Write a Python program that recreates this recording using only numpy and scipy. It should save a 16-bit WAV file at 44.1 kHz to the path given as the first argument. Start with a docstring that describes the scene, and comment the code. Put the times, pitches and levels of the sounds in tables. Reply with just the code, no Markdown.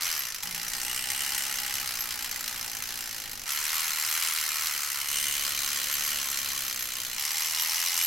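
"""A clockwork tin tractor tows a trailer over a wooden tabletop, in five passes without a pause.
From the start its gears chatter 45-90 times a second, each beat a tiny rattle of loose parts that rings
the shell; a small steel part sings near 12.5 kHz, and the small room hums and rumbles faintly behind.
The second pass opens at 0.4 s with a brief low tone, then slows and fades as the toy rolls away.
Faster passes follow at 3.5, 5.1 and 7.2 s, the last with the hardest catch of a tooth."""
import sys
import numpy as np
from scipy import signal
from scipy.fft import rfft, irfft
from scipy.io import wavfile
from scipy.ndimage import uniform_filter1d

SR = 44100
rng = np.random.default_rng(int(sys.argv[2]) if len(sys.argv) > 2 else 0)


def dump_mix(stems):
    """Bounce the given channels to the path in sys.argv[1] as a 16-bit WAV at rate SR."""
    frames = np.atleast_2d(stems).T  # one column per channel
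    limited = np.clip(frames, -1, 1)  # hard clip at full scale
    pcm = np.round(limited * 32767).astype(np.int16)
    wavfile.write(sys.argv[1], SR, pcm)


N = 355446
TIME = np.arange(N) / SR


def from_db(db):
    """Decibels to gain."""
    return 10 ** (np.asarray(db) / 20)


def unit_rms(x):
    """Scale to unit power."""
    return x / np.sqrt(np.mean(x ** 2) + 1e-20)


def slow_rms(x, span_s):
    """Running strength over several beats."""
    size = int(span_s * SR)
    return np.sqrt(uniform_filter1d(uniform_filter1d(x ** 2, size), size) + 1e-16)


def resonance(x, hz, width_hz):
    """Two-pole resonance with gain 1 at its peak."""
    r = np.exp(-np.pi * width_hz / SR)
    poles = [1, -2 * r * np.cos(2 * np.pi * hz / SR), r * r]
    return signal.lfilter(np.array([1, 0, -1]) * (1 - r * r) / 2, poles, x)


def equalise(x, curve, size=8192):
    """Minimum-phase EQ along a curve of (frequency [Hz], gain [dB])."""
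    hz, db = np.transpose(curve)
    grid_hz = np.maximum(np.arange(size // 2 + 1) * SR / size, 1)
    gain = from_db(np.interp(np.log(grid_hz), np.log(hz), db))
    cepstrum = irfft(np.log(gain))
    cepstrum[1:size // 2] *= 2
    cepstrum[size // 2 + 1:] = 0
    return signal.oaconvolve(x, irfft(np.exp(rfft(cepstrum))))[:N]


def envelope(start_s, attack_s, hold_s, fall_db_per_s):
    """Attack, hold and release."""
    age = TIME - start_s
    fall_db = np.clip(fall_db_per_s * (age - attack_s - hold_s), 0, 120)
    return np.clip(age / attack_s, 0, 1) * from_db(-fall_db)


def swell(pulses, decay_s, rise_s=.00062):
    """Give each impulse a rounded attack and an exponential tail."""
    for lag_s in (decay_s, rise_s, rise_s):
        pulses = signal.lfilter([1], [1, -np.exp(-1 / (lag_s * SR))], pulses + 1e-18)
    return pulses / (rise_s * SR) ** 2


# cue for each pass: (start [s])
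PASS_STARTS = [0, .428, 3.465, 5.085, 7.175]
def current_pass():
    """Index of the pass at every sample."""
    return np.searchsorted(PASS_STARTS, TIME, side="right") - 1


# EQ of the room tone: (frequency [Hz], relative level [dB])
RUMBLE_EQ = [(15, 1.5), (30, 0.5), (48, -2.5), (62, -11.5), (92, -1.5), (125, -6), (165, -10),
             (280, -11.5), (500, -13.5), (1000, -12), (4000, -62)]
def room_rumble(trim_db, base_db=-54.5, side_db=-3):
    """A wide bed of low noise."""
    mid, side = (unit_rms(equalise(noise, RUMBLE_EQ)) for noise in rng.standard_normal((2, N)))
    return from_db(base_db + trim_db) * (mid + from_db(side_db) * side * [[1], [-1]])


def sine(hz):
    """Unit-power sine at a random phase."""
    return np.sqrt(2) * np.sin(2 * np.pi * (hz * TIME + rng.random()))


# partials of the hum: (frequency [Hz], level before the trim [dB])
HUM_PARTIALS = [(32.3, -64.5), (95.5, -67.5), (118.5, -80), (236.9, -61), (333.8, -70), (474, -72),
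                (543.7, -69), (710.6, -68.5)]
def room_hum(trim_db, waver=0.11):
    """Steady pitches, each wavering slightly in level."""
    knots_s = np.linspace(0, TIME[-1], 80)
    wobble = lambda: 1 + waver * np.interp(TIME, knots_s, rng.standard_normal(len(knots_s)))
    return from_db(trim_db) * sum(from_db(db) * sine(hz) * wobble() for hz, db in HUM_PARTIALS)


def low_tone(hz=173, level_db=-56):
    """One soft, brief note as the second pass opens."""
    shape = envelope(start_s=0.42, attack_s=0.032, hold_s=0.13, fall_db_per_s=110)
    return from_db(level_db) * shape * sine(hz)


def room_reverb(x, t60_s=0.27, wet_db=-9, predelay_s=.002, side_db=0.5, size=8192, hop=1536):
    """Direct sound plus a short diffuse tail; the echoes keep changing as the toy moves on."""
    age = TIME[:size]
    decay = from_db(-60 * age / t60_s) * (age > predelay_s)
    decay /= np.sqrt(np.sum(decay ** 2))
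    padded = np.pad(x, (hop, 2 * hop))
    crossfade = signal.windows.cosine(2 * hop)
    wet = np.zeros((2, N + 4 * size))
    for i in range(0, N + hop, hop):
        grain = crossfade * padded[i:i + 2 * hop]
        echoes = signal.fftconvolve(grain[None], decay * rng.standard_normal((2, size)), axes=1)
        wet[:, i:i + echoes.shape[1]] += echoes
    mid, side = from_db(wet_db) * wet[:, hop:hop + N]
    return x + mid + from_db(side_db) * side * [[1], [-1]]


# live spots in the wood: (centre [s], half length [s], strength [0-1], pitch [ratio])
RINGING_SPOTS = [(0.86, 0.14, 0.5, 0.97), (1.203, 0.4, 0.7, 0.99), (4.25, .17, .4, 1.13),
                 (5.22, .17, 1.0, 1.02), (8.03, .09, 0.5, 1.01)]
def spot_weights():
    """Each spot fades in and out as the toy rolls over it."""
    return np.array([strength * np.exp(-((TIME - centre_s) / half_s) ** 2)
                     for centre_s, half_s, strength, _ in RINGING_SPOTS])


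# what rings on such a spot: (base frequency [Hz], width [Hz], full boost [dB])
TABLETOP_MODES = [(2010, 150, 4.5), (2916, 130, 9), (8700, 930, 8)]
def tabletop(chatter, spots):
    """The wood rings along under the toy, tuned a little differently on each spot."""
    for weight, (*_, pitch) in zip(spots, RINGING_SPOTS):
        for hz, width_hz, boost_db in TABLETOP_MODES:
            chatter = chatter + (from_db(boost_db) - 1) * weight * resonance(chatter, pitch * hz, width_hz)
    return chatter


# square touches on the steel part: (time [s], accent level before crest and trim [dB])
STEEL_ACCENTS = [(0.1675, -29), (1.9904, -29), (3.5189, -35), (4.0871, -28), (5.9155, -30), (6.0362, -31),
                 (6.2592, -33), (6.6363, -30), (6.794, -31), (7.5976, -28), (8.0232, -23)]
def singing_steel(force, hits, chatter_db, share_db=-15, crest_db=8, trim_db=2.5, touch_spread_db=4.5):
    """A lightly damped steel part flutters with the chatter and rings out when touched squarely."""
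    accents = sum(from_db(db - crest_db) * envelope(at_s, attack_s=0.0056, hold_s=0.022, fall_db_per_s=280)
                  for at_s, db in STEEL_ACCENTS)
    gain = from_db(trim_db) * np.hypot(from_db(chatter_db + share_db), accents)
    touch = from_db(touch_spread_db * rng.standard_normal(1000))[np.cumsum(hits > 0)]   # one per beat
    ring = room_reverb(resonance(force * touch, hz=12500, width_hz=62))
    return gain * ring / slow_rms(ring.mean(axis=0), span_s=0.075)


# tempo of the gears, one curve a pass: (time [s], speed [beats/s])
SPEED_CURVES = [
    [(0.0, 86.13), (0.081, 87.32), (0.348, 48.02), (0.428, 46.04)],
    [(0.428, 55.26), (1.1, 65.01), (1.246, 70.81), (1.669, 64.39), (1.774, 68.02), (2.001, 58.93),
     (2.58, 59.94), (2.704, 56.12), (2.982, 60.15), (3.465, 46.72)],
    [(3.465, 71.57), (3.817, 81.51), (3.917, 75.3), (4.212, 81.94), (4.527, 75.02), (4.653, 81.08),
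     (4.735, 73.34), (5.085, 69.36)],
    [(5.085, 71.45), (5.821, 71.38), (6.13, 74.14), (6.211, 70.11), (6.634, 67.59), (6.742, 62.25),
     (7.175, 61.69)],
    [(7.175, 70.62), (7.416, 79.56), (7.519, 78.11), (7.877, 87.39), (8.06, 84.15)],
]
def spring_motor():
    """The motor surges and slows as it pulls; gives gear beats per second."""
    return np.choose(current_pass(), [np.interp(TIME, *np.transpose(curve)) for curve in SPEED_CURVES])


# lead-in to the first beat of each pass: (wait [s])
FIRST_BEAT_WAITS = [.0086, .0091, .0128, .0012, .0059]
# accents where a tooth catches hard: (time [s], target peak [dB])
TOOTH_CATCHES = [(0.2686, -21), (0.3451, -19), (0.4323, -18), (0.5467, -18), (0.6805, -16), (0.734, -17.5),
                 (1.1016, -13), (1.3473, -15), (1.379, -11), (2.224, -19), (2.2443, -15.5), (2.3123, -18),
                 (2.4074, -17.5), (2.4409, -19), (2.4778, -16.5), (2.611, -21), (2.7157, -21),
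                 (2.7496, -19), (2.8225, -19), (2.8888, -25), (3.314, -23), (6.3724, -15), (7.001, -21),
                 (7.2512, -15), (7.4056, -15.5), (7.5967, -9.5), (7.976, -9)]
def gear_beats(speed, level_db, jitter_s=0.00061, lead_s=0.00043, uneven_db=1.0, crest_db=15):
    """One impulse a beat, uneven in time and force; a catching tooth hits 1-9 dB harder."""
    beat_s = []
    for k, wait_s in enumerate(FIRST_BEAT_WAITS):
        running = (current_pass() == k) & (TIME >= PASS_STARTS[k] + wait_s)
        count = np.cumsum(speed * running) / SR
        beat_s.extend(TIME[1:][np.diff(np.ceil(count)) > 0])
    force_scatter, time_scatter = rng.standard_normal((len(beat_s), 2)).T
    force_db = uneven_db * force_scatter
    beat_s = np.array(beat_s) - lead_s + jitter_s * time_scatter
    for at_s, peak_db in TOOTH_CATCHES:
        nearest = np.argmin(abs(beat_s - at_s))
        beat_s[nearest] = at_s - lead_s
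        force_db[nearest] = np.clip(peak_db - level_db[int(at_s * SR)] - crest_db, 1, 9)
    hits = np.zeros(N)
    hits[np.clip(beat_s * SR, 0, N - 1).astype(int)] = from_db(force_db)
    return hits


def loose_parts(hits, contacts_per_s=7000, spread_db=2.1, rub_db=-6, low_cut_hz=2800, settle_db=-9.5):
    """Each beat throws light parts into a burst of hard contacts with little bass; then they settle."""
    sizes = from_db(spread_db * rng.standard_normal(N)) * rng.choice([-1, 1], N)
    ticks = unit_rms(sizes * (rng.random(N) < contacts_per_s / SR))
    contacts = ticks + from_db(rub_db) * rng.standard_normal(N)
    rattle = signal.lfilter(*signal.butter(1, low_cut_hz, "high", fs=SR), contacts)
    burst = swell(hits, decay_s=0.00057)
    settling = from_db(settle_db) * swell(hits, decay_s=0.0064)
    return (burst + settling) * rattle


def meshing_teeth(hits, gain_db=-17, high_cut_hz=2600, drag=2.27):
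    """A duller, more even rub under the rattle; the teeth press alike on every beat."""
    rub = signal.lfilter(*signal.butter(1, high_cut_hz, fs=SR), rng.standard_normal(N))
    pressure = 1 + drag * swell(np.sign(hits), decay_s=0.0048)
    return from_db(gain_db) * pressure * rub


# tin voice of the shell and gear case: (frequency [Hz], width [Hz], average boost [dB])
SHELL_MODES = [(820, 50, 4.5), (1070, 130, 3.5), (1309, 146, 5), (1472, 68, 3), (1930, 360, 3.5),
               (2392, 40, 3), (2967, 490, 5), (4133, 460, 6.5), (4790, 340, 5.5), (5275, 250, 6.5),
               (5710, 300, 5), (6237, 380, 9), (7420, 325, 7), (8730, 950, 1), (10400, 122, 2.5),
               (11900, 1600, 4)]
def tin_shell(force, hits, spread_db=1.62):
    """Each beat strikes the modes of the shell in a new mix."""
    beat_index = np.cumsum(hits > 0)
    for hz, width_hz, boost_db in SHELL_MODES:
        strength = from_db(boost_db + spread_db * rng.standard_normal(1000))[beat_index]
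        force = force + resonance((strength - 1) * force, hz, width_hz)
    return force


# resonances that stand out, one list a pass: (frequency [Hz], width [Hz], boost [dB])
FACING_PEAKS = [
    [(5700, 700, 2)],
    [(818, 65, 7.5), (1670, 300, 3), (4850, 600, 1)],
    [(1363, 40, 4.5), (2130, 190, 1.5), (4200, 140, 2), (5310, 130, 1.5)],
    [(564, 61, 6), (1090, 60, 4), (1830, 160, 1.5), (2390, 70, 2), (3100, 150, 1.5), (4200, 180, 2),
     (6350, 350, 3)],
    [(830, 60, 3), (2100, 200, 2), (2900, 230, 2), (5560, 900, 3)],
]
# tone of the side facing the listener on each pass: (frequency [Hz], relative level [dB])
FIRST_EQ = [(150, -22), (450, -18.5), (700, -14), (1000, -9), (1400, -6.5), (2100, -1.5), (3500, -6),
            (5500, -8), (8300, -9), (11800, -7), (15500, -14)]
SECOND_EQ = [(150, -20), (450, -20.5), (700, -12), (1000, -9.5), (1400, -6), (2100, -2), (3500, -6),
             (5500, -8.5), (8300, -6.5), (11800, -6), (15500, -9.5)]
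THIRD_EQ = [(150, -34.5), (450, -19.5), (700, -14.5), (1000, -5), (1400, -4), (2100, 0), (3500, -6),
            (5500, -8.5), (8300, -4), (11800, -2.5), (15500, -6.5)]
FOURTH_EQ = [(150, -23.5), (450, -15.5), (700, -14), (1000, -7.5), (1400, -3), (2100, 1), (3500, 0),
             (5500, -4.5), (8300, 0), (11800, 1), (15500, -1.5)]
FIFTH_EQ = [(150, -33), (450, -22.5), (700, -13.5), (1000, -6), (1400, -9.5), (2100, -1.5), (3500, -3.5),
            (5500, -6.5), (8300, -2.5), (11800, -0.5), (15500, -5)]
def facing_side(chatter):
    """Each pass turns another side of the shell to the listener."""
    current = current_pass()
    for k, peaks in enumerate(FACING_PEAKS):
        for hz, width_hz, boost_db in peaks:
            ring = resonance(chatter, hz, width_hz)
            chatter = chatter + (from_db(boost_db) - 1) * (current == k) * ring
    curves = [FIRST_EQ, SECOND_EQ, THIRD_EQ, FOURTH_EQ, FIFTH_EQ]
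    return sum(unit_rms(equalise(chatter, curve)) * (current == k) for k, curve in enumerate(curves))


def roll_by(chatter, level_db, hollow_db, bright_db):
    """Ride three bands so the chatter swells, and turns hollower or brighter, as the toy rolls by."""
    def ride(part, sense_hz, offset_db):
        bandpass = signal.butter(4, sense_hz, "band", fs=SR, output="sos")
        sidechain = signal.sosfilt(bandpass, chatter.mean(axis=0))
        return part * from_db(level_db + offset_db) / slow_rms(sidechain, span_s=0.13)

    lows, lows_and_mids = (signal.sosfiltfilt(signal.butter(3, hz, fs=SR, output="sos"), chatter)
                           for hz in (2500, 7800))
    return (ride(lows, (600, 2500), hollow_db)
            + ride(lows_and_mids - lows, (2500, 7800), 0)
            + ride(chatter - lows_and_mids, (7800, 12000), bright_db))


# mix of each pass: (closest approach [s], base level [dB], speed-to-amplitude exponent [-],
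# hollow lows [dB], bright highs [dB], hum trim [dB], rumble trim [dB])
PASS_MIX = [(0.2, -35.5, 1.43, -5, -4, -22, -4), (1.3, -34, 1.74, -5, -4.5, -2.5, 0.5),
            (4.1, -34.5, 2.15, -5, -4.3, -20, -3.5), (5.45, -33.0, 2, -6, -5, -1.5, -0.1),
            (7.8, -33.5, 1.65, -6.5, -5, -23, -4.5)]
def scene(usual_beats_per_s=70, half_power_s=2.4):
    """The toy is louder when fast, fainter and thinner as it rolls away, brighter on a ringing spot."""
    mix = np.array(PASS_MIX)[current_pass()].T
    closest_s, base_db, exponent, hollow_db, bright_db, hum_db, rumble_db = mix
    speed, spots = spring_motor(), spot_weights()
    on_spot = spots.sum(axis=0)
    effort_db = exponent * 20 * np.log10(speed / usual_beats_per_s)
    distance_db = -10 * np.log10(1 + ((TIME - closest_s) / half_power_s) ** 2)
    level_db = base_db + effort_db + distance_db + 0.6 * on_spot
    hits = gear_beats(speed, level_db)
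    force = loose_parts(hits) + meshing_teeth(hits)
    chatter = tabletop(tin_shell(force, hits), spots)
    chatter = room_reverb(facing_side(chatter))
    gears = roll_by(chatter, level_db, hollow_db + 0.7 * distance_db, bright_db + 3 * on_spot)
    steel = singing_steel(force, hits, level_db)
    return gears + steel + room_hum(hum_db) + low_tone() + room_rumble(rumble_db)


def record(dry):
    """A steep high cut at 15.9 kHz."""
    return signal.sosfilt(signal.ellip(12, .1, 80, 15900, fs=SR, output="sos"), dry)


dry = scene()
out = record(dry)
dump_mix(out)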